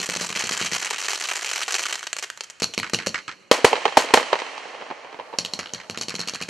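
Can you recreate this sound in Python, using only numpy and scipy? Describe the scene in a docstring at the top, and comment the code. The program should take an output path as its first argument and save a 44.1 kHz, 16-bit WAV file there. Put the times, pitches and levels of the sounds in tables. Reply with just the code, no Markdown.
"""Quick thumps and spits of gas come first, amid a dense crackle that burns out after about two seconds.
A firework cake fires from its tubes in an open field at night: each shot is a short push of air and a jet
of noise, each star a sharp pulse. Four more shots follow, then four shell bursts (short booms with torn
noise) that overload the microphone, a faint glitter and a last quick volley. A distant wall returns every
shot a fifth of a second later, and the bursts roll away over the land in long tails of noise."""
import sys
import numpy as np
from scipy import signal
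from scipy.io import wavfile
from scipy.ndimage import uniform_filter1d

SR = 44100
rng = np.random.default_rng(int(sys.argv[2]) if len(sys.argv) > 2 else 0)


def dump(signal):
    """Clip the signal to [-1, 1] and save it as 16-bit WAV at the path in sys.argv[1]."""
    limited = np.clip(np.atleast_2d(signal).T, -1, 1)
    pcm = np.round(limited * 32767).astype(np.int16)
    wavfile.write(sys.argv[1], SR, pcm)


N = 286209  # samples in the scene
AGE = np.arange(4096) / SR  # seconds since a short sound began

# In all tables of events, the levels are starting points: the functions add their own trims in dB.
# Tube shots, one row each: (t/s, thump level/dB, gas level/dB, jet length/s, gas colour f/Hz, spit level/dB,
# first slap level/dB, second slap level/dB, wall echo against the usual level/dB, bark level/dB, bark f/Hz)
LAUNCHES = [(0.001, -36.5, -23.5, 0.002, 3130, -40, -46, -48, 4, -46, 410),
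            (0.09, -33, -23, 0.0015, 1800, -39, -48, -48, 0, -36, 525),
            (0.1624, -34, -22.5, 0.0015, 1800, -49, -54, -54, 0, -39, 567),
            (0.2123, -32.5, -22.5, 0.0016, 7000, -31, -39, -37, -2, -38, 580),
            (0.303, -35, -37, 0.0023, 1790, -44, -51, -51, 1, -51, 716),
            (0.362, -36, -28, 0.002, 1800, -32, -40, -43, 5, -53, 724),
            (0.439, -33.5, -24, 0.0018, 2380, -37, -40, -40, 2, -48, 370),
            (0.511, -32.5, -27, 0.0015, 1800, -30, -36.5, -36.5, 0, -51, 390),
            (0.6134, -30.5, -21, 0.0021, 3220, -29, -28, -34, 2, -52, 400),
            (0.653, -37.5, -29, 0.0016, 2350, -24, -31, -35, 7, -55, 714),
            (0.7214, -32.5, -28, 0.002, 5900, -29, -37, -28, 1.5, -51, 373),
            (2.6208, -25.5, -18.5, 0.0018, 2085, -21.5, -28, -18, 1.5, -35, 449.5),
            (2.778, -26.5, -16.5, 0.0014, 2333, -28, -25, -21, 1.5, -39, 380),
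            (2.9343, -23, -15, 0.0043, 1600, -22, -17.5, -37, 1.5, -37, 373),
            (3.0702, -28, -17.5, 0.0008, 5530, -31, -29, -29.5, 1.5, -26, 544),
            (5.3861, -31.5, -13.5, 0.0023, 5130, -32, -32, -39.0, 1.5, -33, 555),
            (5.449, -41, -20, 0.0015, 3380, -38, -29, -48, 5, -51, 660),
            (5.5357, -36, -21.5, 0.0019, 4100, -37.5, -38.5, -49, 1.5, -42, 720),
            (5.5907, -35, -22.5, 0.0027, 1600, -43, -32, -52, 1, -39, 578),
            (5.7358, -35, -24, 0.0025, 6430, -38, -31.5, -50, 1, -48, 610),
            (5.8982, -32.5, -24, 0.0012, 1900, -38.5, -35.5, -50, 2, -48, 568),
            (5.9747, -33.5, -24, 0.0012, 2320, -35.5, -32, -42.0, -1.5, -45, 370),
            (6.0119, -35.5, -22, 0.0033, 5450, -29, -30, -31.5, 4, -53, 370),
            (6.0836, -34.5, -24.5, 0.0029, 3750, -33, -28, -29, -1, -47, 380),
            (6.1417, -33, -31, 0.0019, 1600, -33, -26, -32.0, 0, -49, 460),
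            (6.1929, -33, -24.5, 0.003, 1770, -29.5, -29, -26, 0, -48, 460),
            (6.2743, -37.5, -25, 0.0035, 3330, -27.5, -23.5, -24, 1, -55, 720),
            (6.3363, -36, -29, 0.003, 3600, -32, -31, -28.5, 6, -51, 730),
            (6.4135, -34, -27, 0.0029, 1880, -30, -27, -32.0, 0, -55, 494),
            (6.4876, -39, -27, 0.0018, 2350, -31, -36, -34, 3, -37, 373)]
# Ringing of the air in the tube and of the cake's box: (f/Hz, gain, time to fall to 37 percent t/s)
CAKE_MODES = [(460, 0.0022, 0.015), (181, 0.00072, 0.031)]
# Things round the cake that reflect the thump, varied at each shot: (typical delay t/s, typical gain)
NEARBY = [(.0037, -0.062), (.0085, 0.17), (0.0097, 0.26), (0.013, 0.19), (0.0178, 0.19), (.0225, -0.014),
          (0.0263, 0.085)]
# Colour of the push of air: (f/Hz, level/dB)
THUMP = [(20, -26), (60, -10), (105, -4.5), (175, 3.5), (320, -0.5), (480, 0.5), (700, -9), (1200, -7.5),
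         (4000, -56)]
# Colour of the low rumble after it: (f/Hz, level/dB)
RUMBLE = [(20, -25), (60, -13), (100, 4), (150, -2), (210, 7.5), (320, -6.5), (600, -14), (2000, -50)]


def thumps(nearby_edge_hz=420, nearby_gain=1.0, thump_db=-1.0, bark_trim_db=-2, rumble_db=-10):
    """The lift charge pushes air out of a tube that barks; the cake rings, nearby things answer in the bass."""
    ring = sum(gain * np.cos(2 * np.pi * hz * AGE) * np.exp(-AGE / decay) for hz, gain, decay in CAKE_MODES)
    push = unit(colour(signal.unit_impulse(len(AGE)) + ring, THUMP))
    out = np.zeros(N)
    for s, db, *_, bark_db, tube_hz in LAUNCHES:
        shot = push.copy()
        for delay, gain in NEARBY:
            varied_delay = delay * rng.uniform(0.88, 1.12)
            varied_gain = nearby_gain * gain * rng.normal(1, 0.25)
            add(shot, varied_delay, varied_gain * dull(push, nearby_edge_hz))
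        add(out, s, sized(shot, db + thump_db, 0.013))
        bark = np.sin(2 * np.pi * tube_hz * AGE) * np.exp(-AGE / 0.0056)
        add(out, s, sized(bark, bark_db + bark_trim_db, 0.013))
        rumble = colour(puff(0.0068, 0.037), RUMBLE)
        add(out, s, sized(rumble, db + rumble_db, 0.023))
    return out


# Colour of the gas: (f/Hz, level/dB)
GAS = [(200, -45.5), (700, -4), (1400, -4.5), (2000, -5.5), (2900, -0.5), (3500, -4.5), (4300, 5.5),
       (4900, -2), (5600, 1), (7000, 0), (9000, -11), (11500, -11), (13000, -32), (15500, -50)]
# Delays of the two slaps from hard things near the cake: (first t/s, second t/s)
SLAP_S = (.011, .021)
# Faces of the distant wall, used again by wall_echoes: (delay t/s, level/dB)
WALL_FACES = [(0.2096, -1.5), (0.222, -6), (0.244, -10.5), (0.2535, -13)]


def gas(jet_db=1, spit_db=0, slap_db=-1, slap_length=0.0018, mirror_db=-10, front_db=-6, colour_strength=1.6):
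    """A shock and a jet at each muzzle, then spitting sparks; near things slap back, the wall mirrors the jet."""
    out = np.zeros(N)
    for s, _, jet, length, gas_hz, spit, first, second, wall_db, *_ in LAUNCHES:
        rush = amp(front_db) * shock() + gust(length) + amp(-7.5) * puff(0.0013, 0.0051, grain_db=4.5)
        blow = sized(resonate(rush, gas_hz, colour_strength, sharpness=2.7), jet + jet_db, 0.0021)
        add(out, s, blow)
        fizz = tint(spitting(), 2040, 6600, strength=1.3, sharpness=16)
        add(out, s + 0.0056, sized(fizz, spit + spit_db, 0.01))
        for delay, db in zip(SLAP_S, (first, second)):
            slap = tint(gust(slap_length), 2040, 5450, strength=1.1)
            add(out, s + delay, sized(slap, db + slap_db, 0.0048))
        for delay, face_db in WALL_FACES:
            mirrored = dull(blow, 3560, order=2)
            add(out, s + delay, amp(mirror_db + face_db + wall_db) * mirrored)
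    return colour(out, GAS)


def spitting(sparks_db=-2, count=4):
    """The fizz behind a rising shell: a swell of noise with a few distinct sparks in it."""
    fizz = puff(0.0017, 0.015, grain_db=4.5)
    for delay, size in zip(rng.uniform(0.0017, .024, count), rng.uniform(0.1, 1, count)):
        spark = size * np.exp(-delay / 0.012) * puff(.0001, 0.0014)
        add(fizz, delay, amp(sparks_db) * spark)
    return fizz


# The loudest stars: (t/s, level/dB, how long the star goes on breaking up t/s, colour f/Hz)
CRACKS = [(0.0318, -25, 0.012, 1650), (0.0638, -33, 0.0013, 2500), (0.0989, -21.5, 0.00055, 2050),
          (0.137, -27.5, 0.0017, 895), (0.152, -25, 0.0023, 4090), (0.169, -26, 0.0, 5790),
          (0.217, -27, 0.01, 7500), (0.247, -25.5, 0.0, 886), (0.291, -32, 0.0, 5000),
          (0.36, -22.5, 0.01, 2160), (0.3878, -29, 0.0047, 3000), (0.394, -24, 0.0, 7450),
          (0.399, -27, 0.0057, 2000), (0.408, -22.5, 0.0021, 895), (0.4222, -27, 0, 1598),
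          (0.4597, -29, 0.0015, 4430), (0.471, -26, 0.0012, 7610), (0.4923, -21, 0, 1130),
          (0.5213, -26, 0.0, 2400), (0.527, -25, 0.00014, 7500), (0.5346, -25.5, 0.00057, 5000),
          (0.5415, -28, 0.004, 1960), (0.5687, -30, 0.0, 3000), (0.5761, -23.5, 0.00015, 7500),
          (0.598, -27, 0.0049, 1508), (0.607, -28, 0.02, 1900), (0.627, -28, 0.0, 2400),
          (0.6475, -24, 0.0, 1178), (0.6674, -25.5, 0.0021, 2335), (0.7161, -27, 0.0, 2393),
          (0.734, -22, 0.0017, 5080), (0.7409, -28, 0.0, 1499), (0.7494, -19.5, 0.0, 900),
          (0.7628, -21.5, 0.00076, 895), (0.826, -23.5, 0.0, 1400), (0.8488, -24.5, 0.0011, 7540),
          (0.858, -24.5, 0.0025, 899), (0.8687, -27, 0.0, 2598), (0.9089, -20.5, 0.0044, 977),
          (0.9373, -30, 0.0038, 2310), (0.9834, -27.5, 0.0055, 888), (1.001, -29.5, 0.0, 2870),
          (1.0148, -28, 0.00043, 6040), (1.0261, -27.5, 0.0014, 1388), (1.0479, -27, 0.0034, 1014),
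          (1.0849, -20.5, 0.0019, 1390), (1.0961, -25, 0.0031, 956), (1.107, -25, 0.0057, 4683),
          (1.1171, -30, 0.00038, 5030), (1.1237, -30, 0.0, 2398), (1.133, -22.5, 0.00093, 910),
          (1.1478, -27, 0.0034, 6000), (1.1571, -27.5, 0.0016, 4306), (1.2108, -26, 0.0, 2082),
          (1.2227, -30, 0.0, 5290), (1.239, -24.5, 0.013, 4410), (1.26, -33, 0.0, 5520),
          (1.2877, -23, 0.0, 2448), (1.314, -21.5, 0, 1071), (1.3241, -29, 0.0, 903),
          (1.3345, -29, 0.00067, 916), (1.3591, -26, 0.00027, 2225), (1.3667, -25, 0.0, 7450),
          (1.373, -27.5, 0, 920), (1.4208, -27.5, 0.006, 1444), (1.446, -25.5, 0, 2744),
          (1.461, -28.5, 0.0033, 2497), (1.4917, -26.0, 0.0052, 3130), (1.514, -24.5, 0.0033, 1330),
          (1.5336, -23, 0.0016, 7530), (1.56, -22.5, 0.0086, 2438), (1.5789, -25, 0.003, 2460),
          (1.616, -23.5, 0.00034, 1219), (1.6231, -24, 0.0, 2600), (1.6309, -23, 0.0017, 3430),
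          (1.681, -22.5, 0.0046, 907), (1.7083, -23, 0.002, 1646), (1.7232, -21, 0.002, 7430),
          (1.7427, -17.5, 0.016, 4470), (1.7533, -24.5, 0.00081, 2490), (1.7836, -25, 0.002, 2230),
          (1.7943, -22.5, 0.0046, 904.5), (1.827, -24.5, 0.0, 979), (1.8324, -26, 0.0016, 6020),
          (1.8381, -25, 0.0, 2500), (1.8553, -22, 0.0026, 1219), (1.8663, -25, 0.0, 2997),
          (1.8984, -32, 0.0, 2100), (1.9266, -23, 0.0067, 3017), (1.941, -29, 0, 2637),
          (1.9557, -25.5, 0.00067, 4238), (1.994, -34.5, 0.0011, 7530), (2.0295, -29, 0.014, 1498),
          (2.0694, -24.5, 0.0015, 3450), (2.13, -21, 0.0, 7520), (2.1666, -25.5, 0.00057, 1217),
          (2.186, -26, 0.015, 7450), (2.226, -25.5, 0.02, 980.6), (2.3013, -26.5, 0, 1575),
          (2.375, -35.0, 0.003, 898), (2.4082, -25, 0.0, 4460), (2.437, -35.5, 0.0088, 6580),
          (2.5, -34, 0.0063, 7480), (2.6, -31.5, 0.0044, 7470), (2.738, -28, 0.0088, 3277),
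          (2.8977, -31, 0, 1540), (3.063, -24.5, 0.00054, 1624)]
# The cloud of other stars, near and far: (stars a second, base level/dB, spread of level/dB)
CLOUD = [(64.12, -30, 1.4), (90.1, -38, 3)]
CLOUD_END_S, CLOUD_FADE_DB_PER_S = 1.93, 132  # the cloud crackles evenly, then burns out
# Moments when the cloud is quieter: (from t/s, to t/s)
LULLS = [(.672, .712), (1.642, 1.68)]
LULL_DB = -10
# Colour of the snaps, used again by bursts: (f/Hz, level/dB)
SNAP = [(40, -43), (170, -30), (420, -4), (800, -4.5), (1400, -1), (2400, 1), (4300, -0.5), (7000, 2),
        (8300, -2), (9500, -10), (11500, -6), (14500, -33)]


def crackle(loud_db=0.5):
    """Crackling stars break with sharp snaps: loud ones over a cloud of smaller ones that burns out."""
    out = np.zeros(N)
    for s, db, length, hz in CRACKS:
        add(out, s, star(db + loud_db, length, hz))
    for per_s, db, spread_db in CLOUD:
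        for k in range(round((CLOUD_END_S + .5) * per_s)):
            s = (k + rng.random()) / per_s
            fade_db = -CLOUD_FADE_DB_PER_S * max(s - CLOUD_END_S, 0)
            lull_db = LULL_DB * any(a < s < b for a, b in LULLS)
            level = db + fade_db + lull_db + spread_db * rng.uniform(-0.16, 2.7)
            add(out, s, star(level, 0, 3000 * 2 ** rng.uniform(-1.93, 1.62)))
    return colour(out, SNAP)


PIECE_GAP_S, PIECE_DB = .006, -6  # typical gap between pieces of a star; typical offset from its level


def star(db, length, hz, piece_spread_db=2):
    """A first snap, then a quick run of mostly weaker ones for as long as the star breaks up."""
    out = sized(snap(hz), db, 0.0031)
    for k in range(round(length / PIECE_GAP_S)):
        piece = snap(hz * 2 ** rng.normal(0, 0.84))
        piece = sized(piece, db + PIECE_DB + piece_spread_db * rng.normal(), 0.0048)
        add(out, (k + rng.uniform(.5, 1.5)) * PIECE_GAP_S, piece)
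    return out


def snap(hz, ground=0.64):
    """One snap: a shock with its own colour, and its bounce off the ground some 3 ms later."""
    out = shock()
    add(out, rng.uniform(0.0022, 0.0036), ground * rng.uniform(0.25, 1.75) * out)
    return resonate(dull(out, 9000 * 2 ** rng.normal(0, .5)), hz, strength=1.2, sharpness=3)


# Shell bursts: (t/s, level/dB, boom f/Hz, bark f/Hz, bark against the boom level/dB, length t/s, crack f/Hz,
# wall echo level/dB, colour of the echoes f/Hz, tree line echo level/dB)
BURSTS = [(3.5134, 4.509, 494, 792, -10, 0.0057, 1870, -10, 556, -35.5),
          (3.6451, 5, 448, 907, -6, 0.0066, 2050, -9, 945, -26.5),
          (3.9709, 4, 412, 803, 3.5, 0.0073, 1200, -8.5, 980, -29),
          (4.1382, 4.5, 440, 924, 0.5, 0.0074, 2350, -9, 846, -29.5)]
# Colour of the blast: (f/Hz, level/dB)
BLAST = [(25, -26), (100, -10), (170, -14), (250, 1.5), (350, 0), (480, 4.5), (620, 5), (1050, 3.5),
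         (1500, -4), (2100, -2.5), (4300, -5.5), (7000, -12.5), (10000, -21.5), (15000, -61)]


def bursts(rag_db=0.0, debris_db=-15.5, boom_db=1.1, crack_db=-8.0, ground_db=-14,
           bark_glide=0.33, boom_glide=0.21):
    """A boom of about three quickening cycles, a falling bark, torn noise, ground scatter and rattling pieces."""
    out = np.zeros(N)
    for s, db, hz, bark_hz, bark_db, length, crack_hz, *_ in BURSTS:
        hold = np.exp(-(AGE / length) ** 4)  # stays up, then drops quickly
        left = 1 - AGE / length
        low = np.sin(2 * np.pi * hz * AGE * (1 - boom_glide * left / 2))
        bark = np.sin(2 * np.pi * bark_hz * AGE * (1 + bark_glide * left / 2))
        cycles = low + amp(bark_db) * bark
        boom = -unit(low_cut(cycles * hold, 180, order=2))
        torn = resonate(rng.standard_normal(len(AGE)) * hold, crack_hz, strength=6.7, sharpness=4.2)
        crack = unit(colour(torn, SNAP))
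        blast = unit(colour(rng.standard_normal(len(AGE)) * hold, BLAST))
        ground = unit(low_cut(colour(puff(0.01, 0.009), BLAST), 290))
        debris = colour(unit(rattle() + puff(0.003, 0.028, grain_db=2.0)), SNAP)
        parts = amp(boom_db) * boom + amp(crack_db) * crack + amp(rag_db) * blast
        parts = parts + amp(ground_db) * ground + amp(debris_db) * debris
        add(out, s, sized(parts, db, 0.0046))
    return out


def rattle(per_s=700, decay=0.046, spread_db=4):
    """Flying pieces: separate ticks of uneven size that fade away."""
    chosen = rng.random(len(AGE)) < per_s / SR
    ticks = chosen * rng.choice([-1, 1], len(AGE)) * amp(spread_db * rng.standard_normal(len(AGE)))
    return unit(ticks * (1 - np.exp(-AGE / 0.0037)) * np.exp(-AGE / decay))


def shock_fronts():
    """The bare shock that each burst sends out over the land, a single filtered pulse."""
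    out = np.zeros(N)
    for s, db, *_ in BURSTS:
        add(out, s, sized(np.ones(1), db, 0.0043))
    return low_cut(colour(out, BLAST), 223, order=2)


# Colour of the echoes from the wall: (f/Hz, level/dB)
WALL = [(100, -10.5), (300, -7), (600, -14), (1000, -1.5), (1400, -1), (2000, -1), (3000, -4), (5000, -9),
        (8000, -16.5), (11000, -44), (15000, -56)]


def wall_echoes(echo_db=-5.5, smear_db=2.0, slap_db=-0.5, growth=1.23, usual_db=-32):
    """Each wall face returns a launch as a slap in a short rasp with little bass; hard thumps gain extra."""
    out = np.zeros(N)
    for s, db, *_, wall_db, _, _ in LAUNCHES:
        for delay, face_db in WALL_FACES:
            rasp = puff(0.00037, 0.0025, grain_db=4) + amp(smear_db) * puff(0.0019, 0.016, grain_db=5)
            rasp = unit(tint(rasp, 1250, 2190, strength=1.0, sharpness=7.5))
            echo = rasp + amp(slap_db) * gust(0.0022)
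            level = usual_db + growth * (db - usual_db) + face_db + wall_db + echo_db
            add(out, s + delay, sized(echo, level, 0.019))
    return colour(out, WALL)


# Time to the echoes of each burst, in the order of BURSTS: (by the wall t/s, by the tree line t/s)
ECHO_DELAYS = [(.2153, 1.234), (.2077, 1.264), (.2011, 1.225), (.1902, 1.197)]
# Parts of the wall's echo: (lag behind the main part t/s, level/dB, treble edge f/Hz, spread t/s)
WALL_PARTS = [(0, -1.5, 2160, 0.0045), (.024, -14, 3500, 0.0059)]
# Parts of the tree line's echo: (lag behind the main part t/s, level/dB, treble edge f/Hz, spread t/s)
TREE_PARTS = [(-.007, -6, 1300, 0.00322), (0, -0.5, 1370, 0.00503), (.011, -9, 1400, 0.005)]
# Single returns of the bursts from other things in the field: (t/s, level/dB, treble edge f/Hz)
STRAY_ECHOES = [(3.764, -26, 5000), (3.777, -28.5, 1500), (3.895, -35, 7000), (3.923, -30, 3000),
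                (4.02, -29, 3000), (4.087, -28.5, 4000), (4.105, -28, 1980), (4.228, -25.5, 5000),
                (4.389, -28, 7000), (4.4, -28, 6960), (4.418, -26.5, 2500), (4.465, -33, 2500),
                (4.578, -31.5, 6850), (4.655, -37.5, 1500), (4.812, -35.5, 1500), (4.821, -32.5, 1500),
                (5.046, -36.5, 1500), (5.127, -38.5, 3000), (5.143, -37, 1490)]
# Colour of all these returns: (f/Hz, level/dB)
RETURN = [(40, -31), (150, -5.5), (300, -4), (480, 7.5), (700, -0.5), (950, 4), (1500, -6.5), (2000, -1.5),
          (2700, -3.5), (4300, -7.5), (7000, -16.5), (12000, -34), (15000, -61)]


def burst_echoes(echo_db=1, stray_hz=800, faint_db=-36, faint_fade_db_per_s=11,
                 stray_spread_s=0.00344, core_db=0, count=22):
    """Bursts return smeared from the wall, then duller from the trees; stray and faint returns mutter between."""
    out = np.zeros(N)
    strong = [(*row, stray_spread_s, stray_hz) for row in STRAY_ECHOES]
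    for (s, *_, wall_db, hz, trees_db), (wall_s, trees_s) in zip(BURSTS, ECHO_DELAYS):
        for delay, level, parts in (wall_s, wall_db, WALL_PARTS), (trees_s, trees_db, TREE_PARTS):
            for lag, db, edge_hz, spread in parts:
                strong.append((s + delay + lag, level + db, edge_hz, spread, hz))
    first, last = min(strong)[0], max(strong)[0]
    faint = []
    for s in rng.uniform(first, last, count):
        level = faint_db - faint_fade_db_per_s * (s - first) + rng.normal(0, 2.8)
        faint.append((s, level, 2500, .003, stray_hz))
    for s, db, edge_hz, spread, hz in strong + faint:
        smear = puff(spread / 2, spread * 1.83, grain_db=4)
        add(smear, 0.7 * spread, amp(core_db) * shock())  # the main face answers all at once
        echo = colour(resonate(smear, hz, strength=0.47, sharpness=2.3), RETURN)
        echo = low_cut(dull(echo, edge_hz), edge_hz / 6)  # small reflectors return little bass
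        echo = dull(echo, 4 * edge_hz, order=2)  # the air soaks up the highest treble
        add(out, s - .001, sized(echo, db + echo_db, 0.0069))
    return out


# How fast the near scatter dies: (f/Hz, time to fall by 60 dB t/s)
NEAR_T60 = [(100, 0.26), (1000, 0.34), (4000, 0.32), (12000, 0.3)]


def near_scatter(stars, lift, jets, fronts):
    """Small things near the cake scatter each sound into a short tail."""
    sent = amp(-12.5) * stars + amp(-10.5) * lift + amp(-12.5) * jets + amp(-13.5) * fronts
    return scatter(sent, NEAR_T60, apart=0.32, patchy_db=2.0)


# How fast launches and stars die over the field: (f/Hz, time to fall by 60 dB t/s)
FIELD_T60 = [(100, 7.5), (500, 4.5), (1200, 4.58), (3000, 2.56), (6000, 1.88), (12000, 2.1)]
# How fast the long roll of the bursts dies: (f/Hz, time to fall by 60 dB t/s)
ROLL_T60 = [(100, 4.2), (500, 9.5), (1200, 5.76), (3000, 3.32), (6000, 3.1), (12000, 2.24)]
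# Colour given by the land: (f/Hz, level/dB)
LAND = [(30, -22), (150, -8), (450, -5), (900, -1.5), (2000, 6), (3000, 7), (4500, 4), (8000, 4.5),
        (14000, 2)]


def long_roll(stars, lift, jets, fronts):
    """Every sound rolls away over the land, in a tail that is stronger on the right."""
    sent = amp(-23.0) * stars + amp(-19.5) * lift + amp(-24.0) * jets
    roll = scatter(sent, FIELD_T60, apart=0.52, patchy_db=3.5)
    roll += scatter(amp(-23.0) * fronts, ROLL_T60, apart=0.66, patchy_db=1.0)
    return colour(roll, LAND, keep_energy=False) * amp([[-1.5], [1.5]])


def scatter(x, t60, apart=.45, patchy_db=2):
    """Many small reflections in uneven clumps; each band dies at its own speed, partly alike on both sides."""
    shared, *own = rng.standard_normal((3, 3 * SR))
    hz, t, z = signal.stft(shared + apart * np.array(own), SR, nperseg=256)
    clumps = uniform_filter1d(rng.standard_normal(z.shape[1:]), size=5, axis=1)
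    clumps = uniform_filter1d(clumps, size=16, axis=0)
    tail_db = -60 * t / read(t60, hz)[:, None] + patchy_db * clumps / clumps.std()
    tail = signal.istft(z * amp(tail_db), SR, nperseg=256)[1]
    tail *= 1 - np.exp(-np.arange(tail.shape[1]) / SR / 0.0021)  # soft start
    return signal.fftconvolve(x[None], unit(tail), axes=1)[:, :N]


# When the glitter sounds: (first heard t/s, strongest t/s, gone t/s)
GLITTER_S = (4.92, 5.49, 6.7)
# Colour of the glitter: (f/Hz, level/dB)
GLITTER = [(1000, -28), (4000, 8), (7000, -2), (9500, -4.5), (12000, -9), (14000, -40)]


def glitter(glitter_db=-53):
    """Sparks of the opened shells: a faint grainy hiss that swells and dies."""
    seconds = np.arange(N) / SR
    swell = np.interp(seconds, GLITTER_S, [0, 1, 0])
    grainy = rng.standard_normal((2, N)) * amp(1.8 * rng.standard_normal(N))
    return amp(glitter_db) * swell * colour(grainy, GLITTER)


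# Colour of the night air: (f/Hz, level/dB)
AIR = [(20, -10), (100, 9), (400, 8), (1400, 7), (3000, -21), (7000, -24), (10000, -32), (14000, -65)]


def night_air(air_db=-60):
    """The steady quiet noise of the night, separate on each side."""
    return amp(air_db) * colour(rng.standard_normal((2, N)), AIR)


def shock(scatter_db=-8, splinter=0.36):
    """A bare pressure pulse with a splinter behind it and a little scatter from the grass."""
    out = signal.unit_impulse(len(AGE))
    add(out, rng.uniform(.0001, .0007), splinter * rng.standard_normal(1))  # each one breaks in its own way
    return unit(out + amp(scatter_db) * puff(0.00022, 0.0049))


def puff(rise, decay, grain_db=0):
    """A short swell of noise, lumpy by grain_db, that dies right away to silence."""
    noise = rng.standard_normal(len(AGE)) * amp(grain_db * rng.standard_normal(len(AGE)))
    swell = (1 - np.exp(-AGE / rise)) * np.exp(-AGE / decay)
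    return unit(noise * swell * (1 - (AGE / AGE[-1]) ** 2))


def gust(length, edge=1.12):
    """A compact bell-shaped burst of noise, mostly within the given time."""
    return unit(rng.standard_normal(len(AGE)) * np.exp(-(edge * (2 * AGE / length - 1)) ** 2 / 2))


def tint(x, low_hz, high_hz, strength=0.82, sharpness=7, count=3):
    """Gives one sound a colour of its own: a few resonances at random pitches."""
    pitches = low_hz * (high_hz / low_hz) ** rng.random(count)
    return x + strength * sum(signal.lfilter(*signal.iirpeak(hz, sharpness, fs=SR), x) for hz in pitches)


def resonate(x, hz, strength, sharpness):
    """Lifts one band of a sound."""
    return x + strength * signal.lfilter(*signal.iirpeak(min(hz, .45 * SR), sharpness, fs=SR), x)


def colour(x, points, keep_energy=True, size=8192):
    """Filter with the given spectrum that never answers early, so that attacks stay sharp."""
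    log_gain = np.log(amp(read(points, abs(np.fft.fftfreq(size, 1 / SR)))))
    taps = np.fft.ifft(np.exp(np.conj(signal.hilbert(log_gain)))).real[:size // 2]
    taps = unit(taps) if keep_energy else taps
    return signal.oaconvolve(x, taps.reshape((1,) * (x.ndim - 1) + (-1,)), axes=-1)[..., :x.shape[-1]]


def dull(x, edge_hz, order=1):
    """Gentle loss of treble."""
    return signal.lfilter(*signal.butter(order, min(edge_hz, .45 * SR), fs=SR), x)


def low_cut(x, hz, order=1):
    """Gentle loss of bass."""
    return signal.lfilter(*signal.butter(order, hz, "high", fs=SR), x)


def amp(db):
    """Decibels to gain."""
    return 10 ** (np.asarray(db) / 20)


def read(points, hz):
    """Reads a table between its points, on a log-frequency axis."""
    f, value = np.transpose(points)
    return np.interp(np.log(hz + 1), np.log(f + 1), value)


def unit(x):
    """Scales to an energy of one."""
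    return x / np.sqrt(np.sum(x ** 2, axis=-1, keepdims=True) + 1e-20)


def sized(x, db, seconds):
    """Scales a short sound so that its energy, spread over the given time, has the level db."""
    return unit(x) * amp(db) * np.sqrt(seconds * SR)


def add(mix, s, sound):
    """Mixes a sound in at time s."""
    part = mix[max(round(s * SR), 0):][:len(sound)]
    part += sound[:len(part)]


def place(x, left_db, width_db):
    """Sets a source between the channels; above the bass, the first reflections differ on each side."""
    side = amp(width_db) * low_cut(signal.oaconvolve(x, puff(0.00056, 0.00099))[:N], 520, order=2)
    return np.array([amp(left_db / 2) * (x + side), amp(-left_db / 2) * (x - side)])


def scene():
    """Cake, stars and shells, with the field around them."""
    stars, lift, jets, fronts = crackle(), thumps(), gas(), shock_fronts()
    direct = place(stars, left_db=-0.5, width_db=-13.0)
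    direct += place(lift, left_db=0.5, width_db=-17)
    direct += place(jets, left_db=-0.8, width_db=-17.5)
    direct += place(wall_echoes(), left_db=-2.5, width_db=-8.0)
    direct += place(bursts(), left_db=-0.7, width_db=-9.5)
    direct += place(burst_echoes(), left_db=-3.0, width_db=-5.5)
    near = near_scatter(stars, lift, jets, fronts)
    roll = long_roll(stars, lift, jets, fronts)
    return direct + near + roll + night_air() + glitter()


# Colour of the microphone: (f/Hz, level/dB)
MICROPHONE = [(20, 0), (2900, -0.5), (3200, 0.5), (3450, -7.5), (3800, -4.5), (4300, 0), (5000, -4.5),
              (5700, -1), (16000, -6.5)]


def record(dry, ceiling=0.87, knee=4, edge_hz=15700):
    """Microphone colour, overload that rounds off loud peaks, a low cut and the band limit."""
    x = colour(dry, MICROPHONE, keep_energy=False)
    x = x / (1 + abs(x / ceiling) ** knee) ** (1 / knee)
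    x = dull(low_cut(x, 82.0), 15300, order=2)
    band_limit = signal.firwin(255, edge_hz, window=("kaiser", 8), fs=SR)
    return signal.oaconvolve(x, band_limit[None], "same", axes=1)


dry = scene()
out = record(dry)
dump(out)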